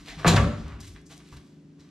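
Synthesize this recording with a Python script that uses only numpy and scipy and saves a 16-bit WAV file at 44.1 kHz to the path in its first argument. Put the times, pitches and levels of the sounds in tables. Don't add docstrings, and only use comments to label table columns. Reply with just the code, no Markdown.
import sys
import numpy as np
from scipy import signal
from scipy.fft import rfft, irfft, next_fast_len
from scipy.io import wavfile
from scipy.ndimage import map_coordinates

SR = 44100
rng = np.random.default_rng(int(sys.argv[2]) if len(sys.argv) > 2 else 0)


def decibels_to_gain(level_db):
    exponent = np.asarray(level_db, float) / 20
    return 10 ** exponent


def unload_audio(sound):
    columns = np.transpose(np.atleast_2d(sound))
    steps = np.round(np.clip(columns, -1, 1) * 32767)
    wavfile.write(sys.argv[1], SR, steps.astype(np.int16))


N = 83790


def unit(x):
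    return x / np.sqrt(np.mean(x ** 2) + 1e-20)


def along(points, hz):
    f, value = np.transpose(points)
    return np.interp(np.log(hz + 1), np.log(f + 1), value)


def wobble(rate, size=N):
    knots = rng.standard_normal(int(size * rate / SR) + 4)
    return map_coordinates(knots, [np.arange(size) * rate / SR])


def filtered(x, response):
    n = x.shape[-1]
    m = next_fast_len(n + SR // 4)
    return irfft(rfft(x, m) * response(np.fft.rfftfreq(m, 1 / SR)), m)[..., :n]


def resonance(f, hz, width):
    return 1j * f * width / (hz * hz - f * f + 1j * f * width)


def hump(hz, octaves):
    return lambda f: resonance(f, hz, hz * octaves) ** 2


def add(track, s, x):
    x = x[max(-round(s * SR), 0):]
    part = track[max(round(s * SR), 0):][:len(x)]
    part += x[:len(part)]


# f/Hz, side over mid [ratio]
WIDE = [(100, .04), (500, 0.44), (3000, 0.59), (12000, 0.4)]


def spread(pair):
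    side = filtered(pair[1], lambda hz: along(WIDE, hz))
    return np.array([pair[0] + side, pair[0] - side])


# multiple of its turning rate [-], rms level/dB
SHAFT_HUM = [(6, -58), (7, -65), (8, -66), (9, -70), (10, -69), (11, -58.5), (12, -63), (14, -68),
             (16, -71), (21, -80), (23, -84)]
# f/Hz, level/dB
AIR_COLOUR = [(25, -33.5), (75, -21), (115, -17), (150, -10.5), (300, -13.5), (410, -18), (450, -24),
              (800, -33), (6500, -41), (14500, -54)]


def heater():
    motor_hz, waver = 25.7, .001
    turns = np.cumsum(motor_hz * (1 + waver * wobble(3))) / SR
    hum = np.zeros(N)
    for multiple, db in SHAFT_HUM:
        level = np.sqrt(2) * decibels_to_gain(db + 2 * wobble(9))
        hum += level * np.sin(2 * np.pi * (multiple * turns + rng.random()))
    air = filtered(rng.standard_normal((2, N)), lambda hz: decibels_to_gain(along(AIR_COLOUR, hz)))
    air_db = -58
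    return hum + decibels_to_gain(air_db) * spread(air / air[0].std())


def bending_modes(rows, grips):
    sound, t = np.zeros(N), np.arange(SR // 2) / SR
    swell_cycles, min_swell_s, longest_t60_s = 0.42, 0.0026, .7
    for s, db, hz, t60 in rows:
        swell = 1 - np.exp(-t / max(swell_cycles / hz, min_swell_s))
        loss_db = 60 * t / min(t60, longest_t60_s)
        for grip_s, rate in grips:
            if s < grip_s:
                loss_db = loss_db + rate * np.maximum(s + t - grip_s, 0)
        shake = .3 * wobble(40, size=len(t))
        add(sound, s, decibels_to_gain(db - loss_db) * swell * np.sin(2 * np.pi * hz * t + shake))
    return sound


# t/s, peak level/dB, f/Hz, t60/s
BOOMS = [(.001, -43.5, 44.6, 0.16), (0.091, -45, 45.3, 0.56), (0.159, -40, 61.4, 0.23),
         (.17, -36, 152, 0.32), (.03, -52.5, 92.9, 0.3), (.195, -44.5, 97.4, 0.34), (.21, -44.5, 50, 0.34),
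         (.249, -22.5, 137, 0.41), (.26, -13, 164.1, 0.81), (.272, -23, 97.7, 1), (.275, -27.5, 343, 0.09),
         (0.269, -23, 56.4, 0.28), (.3, -21, 217.5, 0.49), (.336, -25.5, 226, 0.52),
         (0.335, -18, 103.1, 0.64), (.34, -25.5, 45, .3), (.355, -18.5, 142.9, 0.87),
         (.485, -32, 122.9, 0.17), (.39, -18.5, 69.5, 0.5), (0.399, -20.5, 228.1, 0.22),
         (.424, -23, 180.2, 0.4), (0.439, -21, 59.26, 0.14), (.49, -25.5, 224.3, 0.19),
         (.52, -33.5, 149.4, 0.28), (.54, -30.5, 97.6, 0.2), (.575, -35.5, 227.3, 0.44),
         (.6, -34.5, 48.5, 0.27), (.637, -31.5, 148.1, 0.17), (0.645, -32, 74.3, 0.24),
         (.68, -52.5, 230, 0.36), (.7, -46.5, 105, 0.22), (.715, -43, 147.7, 0.14),
         (0.738, -34, 58.7, 0.28), (.785, -47, 218, 0.21), (.79, -41, 140.6, 0.14),
         (0.801, -40.5, 99.2, 0.38), (.85, -40, 60.7, 0.3), (.855, -47, 153.4, 0.23),
         (.878, -40.5, 80.3, 0.27), (.94, -38.5, 55.9, 0.19), (1.18, -52.5, 59.4, 0.23),
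         (1.323, -39.5, 66.4, 0.13), (1.324, -42, 126.5, 0.24), (1.364, -35.5, 66.4, 0.089),
         (1.79, -54.5, 75, 0.16)]
# t/s, extra loss [dB per s]
PANEL_GRIPS = [
    (.333, 250),
    (.465, 200),
]


def panel_booms():
    return bending_modes(BOOMS, PANEL_GRIPS)


def gritty_bursts(rows):
    edge, t = np.zeros(N), np.arange(SR // 4) / SR
    grit_db, grit_per_s, fall_over_rise = 2, 500, 1.855
    for s, db, rise, hz, octaves in rows:
        rough = rng.standard_normal(len(t)) * decibels_to_gain(grit_db * wobble(grit_per_s, size=len(t)))
        grit = unit(filtered(rough, hump(hz, octaves)))
        u = t / rise - 2
        shape = np.where(u < 0, np.exp(-u * u), np.exp(-u / fall_over_rise))
        add(edge, s - 2 * rise, decibels_to_gain(db) * grit * shape)
    return edge


# t/s of the peak, level/dB, rise/s, f/Hz of the centre, width/octaves
BANGS = [(.01, -53, 0.041, 1810, 4.4), (0.089, -42, 0.03, 2780, 1.7), (.084, -48, 0.016, 3700, 0.16),
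         (.095, -45, 0.021, 2000, 0.38), (.085, -49.5, .015, 610, 1.2), (.124, -49.5, 0.0072, 790, .6),
         (0.139, -57.5, 0.0074, 3000, 0.89), (0.198, -41, 0.017, 990, 3.7), (0.233, -41, 0.019, 680, 3.7),
         (.249, -26, .002, 600, 1.5), (.255, -21, 0.004, 1300, .8), (0.269, -18.5, 0.006, 1530, 1.2),
         (.283, -17.5, 0.011, 2655, 3), (.29, -22, .015, 499, 2.4), (.284, -24, .008, 6980, 0.033),
         (.288, -25.5, .005, 4120, .06), (.279, -24.5, .004, 5365, 0.049), (0.313, -37, 0.0041, 6920, .06),
         (0.314, -28, 0.0082, 2850, 0.98), (0.336, -30.5, 0.0085, 2430, 1.5), (.34, -24.5, 0.023, 420, 1.6),
         (.365, -22, 0.0043, 3010, 1.4), (.371, -22, .009, 1297, 0.81), (.378, -28, 0.0078, 2180, 0.62),
         (.28, -27.5, .012, 1006, 0.42), (.385, -26.5, 0.0096, 715, 1.3), (.418, -41, 0.0061, 1230, 0.39),
         (.444, -35, .006, 1190, 0.41), (.54, -46.5, 0.032, 1300, 1), (0.481, -45.5, 0.027, 505, 1.1),
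         (0.599, -55, 0.044, 3970, 1.14), (0.701, -49, 0.068, 1080, 1.84)]


def scrapes_and_bangs():
    return gritty_bursts(BANGS)


# t/s, peak level/dB, f/Hz of the centre, width/octaves
KNOCKS = [
    (.2464, -11, 1500, .5),
    (.2466, -17, 600, .7),
    (.2486, -14, 1000, .6),
    (.2595, -15, 520, .8),
    (.272, -14, 1800, .7),
    (.3755, -14, 1400, .5),
]


def knocks():
    edge, t = np.zeros(N), np.arange(SR // 4) / SR
    for s, db, hz, octaves in KNOCKS:
        blow = filtered(1. * (t == 0), hump(hz, octaves))
        add(edge, s, decibels_to_gain(db) * blow / np.abs(blow).max())
    return edge


BLOW_S = [.247, .272, .36, .385, .455]
# peak level/dB, f/Hz, t60/s
RINGS = [
    [(-25, 280, .15), (-27, 420, .2), (-25, 711, .3), (-28, 894, .2), (-26, 1550, .1), (-27, 340, .3)],
    [(-25, 335, .25), (-31, 593, .2), (-29, 500, .25), (-31, 2720, .2), (-32, 2300, .15)],
    [(-29, 397, .25), (-27, 562, .5), (-25, 1290, .12), (-29, 725, .25), (-31, 2035, .12), (-28, 1490, .08)],
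    [(-26, 1165, .3), (-31, 900, .2), (-33, 500, .3)],
    [(-33, 590, .7), (-28, 285, .3), (-39, 390, .4), (-40, 495, .4), (-37, 1320, .4)],
]
# t/s, extra loss [dB per s]
RING_GRIPS = [
    (.545, 300),
]


def blow_rings():
    rows = [(s, *mode) for s, modes in zip(BLOW_S, RINGS) for mode in modes]
    return bending_modes(rows, RING_GRIPS)


# t/s, peak level/dB, f/Hz of the centre
TICKS = [(0.681, -41, 5300), (0.805, -34, 9000), (.872, -44, 8000), (0.939, -43, 9500), (1.014, -51, 7460),
         (1.057, -48, 5000), (1.093, -46, 7500), (1.178, -37, 8000), (1.245, -60, 6900), (1.289, -45, 6000),
         (1.37, -43, 9060), (1.89, -51, 3520)]


def ticks():
    edge, t = np.zeros(N), np.arange(SR // 4) / SR
    t60_s, rise_s, octaves = .008, .0004, 1.3
    for s, db, hz in TICKS:
        puff = rng.standard_normal(len(t)) * decibels_to_gain(-60 * t / t60_s) * (1 - np.exp(-t / rise_s))
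        snap = filtered(puff, hump(hz, octaves))
        add(edge, s, decibels_to_gain(db) * snap / np.abs(snap).max())
    return edge


# t/s of the peak, level/dB, rise/s, f/Hz of the centre, width/octaves
RUBS = [(0.809, -45, 0.0063, 5550, 1.1), (0.844, -48.5, 0.032, 3070, 3), (0.88, -49.5, 0.012, 6000, 1.9),
        (.963, -50, 0.011, 1750, 1.43), (1.068, -53, 0.0085, 6700, 0.58), (1.118, -45.5, 0.017, 3300, 2.3),
        (1.115, -53, 0.012, 686, 1.36), (1.169, -54.5, 0.009, 7260, 2), (1.205, -55, 0.012, 1840, 1.8),
        (1.282, -57.5, 0.049, 3000, 2.2), (1.33, -49.5, .009, 600, 2.7), (1.331, -53, 0.014, 3950, 2.5),
        (1.37, -58, 0.0087, 4500, 1.9), (1.372, -52.5, .011, 810, 5.9), (1.47, -65.5, 0.052, 3500, 2.45),
        (1.808, -59.5, 0.016, 4500, 0.97), (1.8, -65.5, 0.021, 1130, 1.7), (1.849, -64, 0.046, 2000, 2.4)]


def carried_rubs():
    return gritty_bursts(RUBS)


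# f/Hz, width/Hz, level/dB
STEEL = [(394.3, 16, 7), (564, 63, -2.5), (675, 17, -5), (851, 39, 4), (1170, 130, -1), (1295, 17, 0.5),
         (2000, 16, -14), (2156, 12, 5), (2938, 30, -32), (3380, 41, -16.5), (4000, 43, 0.5),
         (5220, 16, -1.5), (6100, 31, -13.5)]


def through_steel(edge):
    def response(f):
        ring = 0
        for k, (hz, width, db) in enumerate(STEEL):
            ring = ring + (-1) ** k * decibels_to_gain(db) * resonance(f, hz, width)
        return 1 + decibels_to_gain(-5) * ring
    return filtered(edge, response)


# f/Hz, side over mid [ratio]
NEAR_WIDE = [(200, .08), (600, .25), (2000, .3), (4000, .2), (12000, .4)]


def car_body_echoes(x):
    t = np.arange(SR // 50) / SR
    echo = rng.standard_normal(len(t)) * decibels_to_gain(-60 * t / .012)
    echoes = signal.fftconvolve(x, echo / np.linalg.norm(echo))[:N]
    side = filtered(echoes, lambda hz: along(NEAR_WIDE, hz))
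    return np.array([x + side, x - side])


# f/Hz, t60/s
WALLS = [(80, 1), (300, 0.77), (1200, 0.51), (4000, 0.52), (8000, 0.48), (12000, 0.45)]


def garage(x):
    hz, t, noise = signal.stft(rng.standard_normal((2, SR)), SR, nperseg=512)
    fade = decibels_to_gain(-60 * t / along(WALLS, hz)[:, None])
    tail = signal.istft(noise * fade, SR, nperseg=512)[1]
    delayed = np.pad(x, (200, 0))[None]
    return spread(signal.fftconvolve(delayed, tail / np.linalg.norm(tail[0]), axes=1)[:, :N])


def scene():
    drone = heater()
    panel = panel_booms()
    edge = through_steel(scrapes_and_bangs() + knocks() + ticks() + carried_rubs())
    rings = blow_rings()
    walls = garage(decibels_to_gain(-6.5) * edge + decibels_to_gain(-12) * rings + decibels_to_gain(-15) * panel)

    def to_left(db):
        return decibels_to_gain([[db], [-db]])
    near = car_body_echoes(edge + rings)
    return near * to_left(.8) + (panel + walls) * to_left(.4) + drone * to_left(.35)


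def low_pass(x):
    return signal.sosfilt(signal.butter(12, 14900, fs=SR, output="sos"), x)


# f/Hz, level/dB
MIC = [(60, 2), (6500, -3.5), (7800, -5), (12500, -8.5), (14800, -23.5), (15300, -53)]


def record(dry):
    def ports(hz):
        lag_s = 2.6e-5 * np.array([[1], [-1]])
        return decibels_to_gain(along(MIC, hz)) * np.exp(-1j * np.pi * hz * lag_s)
    return low_pass(filtered(dry, ports))


dry = scene()
out = record(dry)
unload_audio(out)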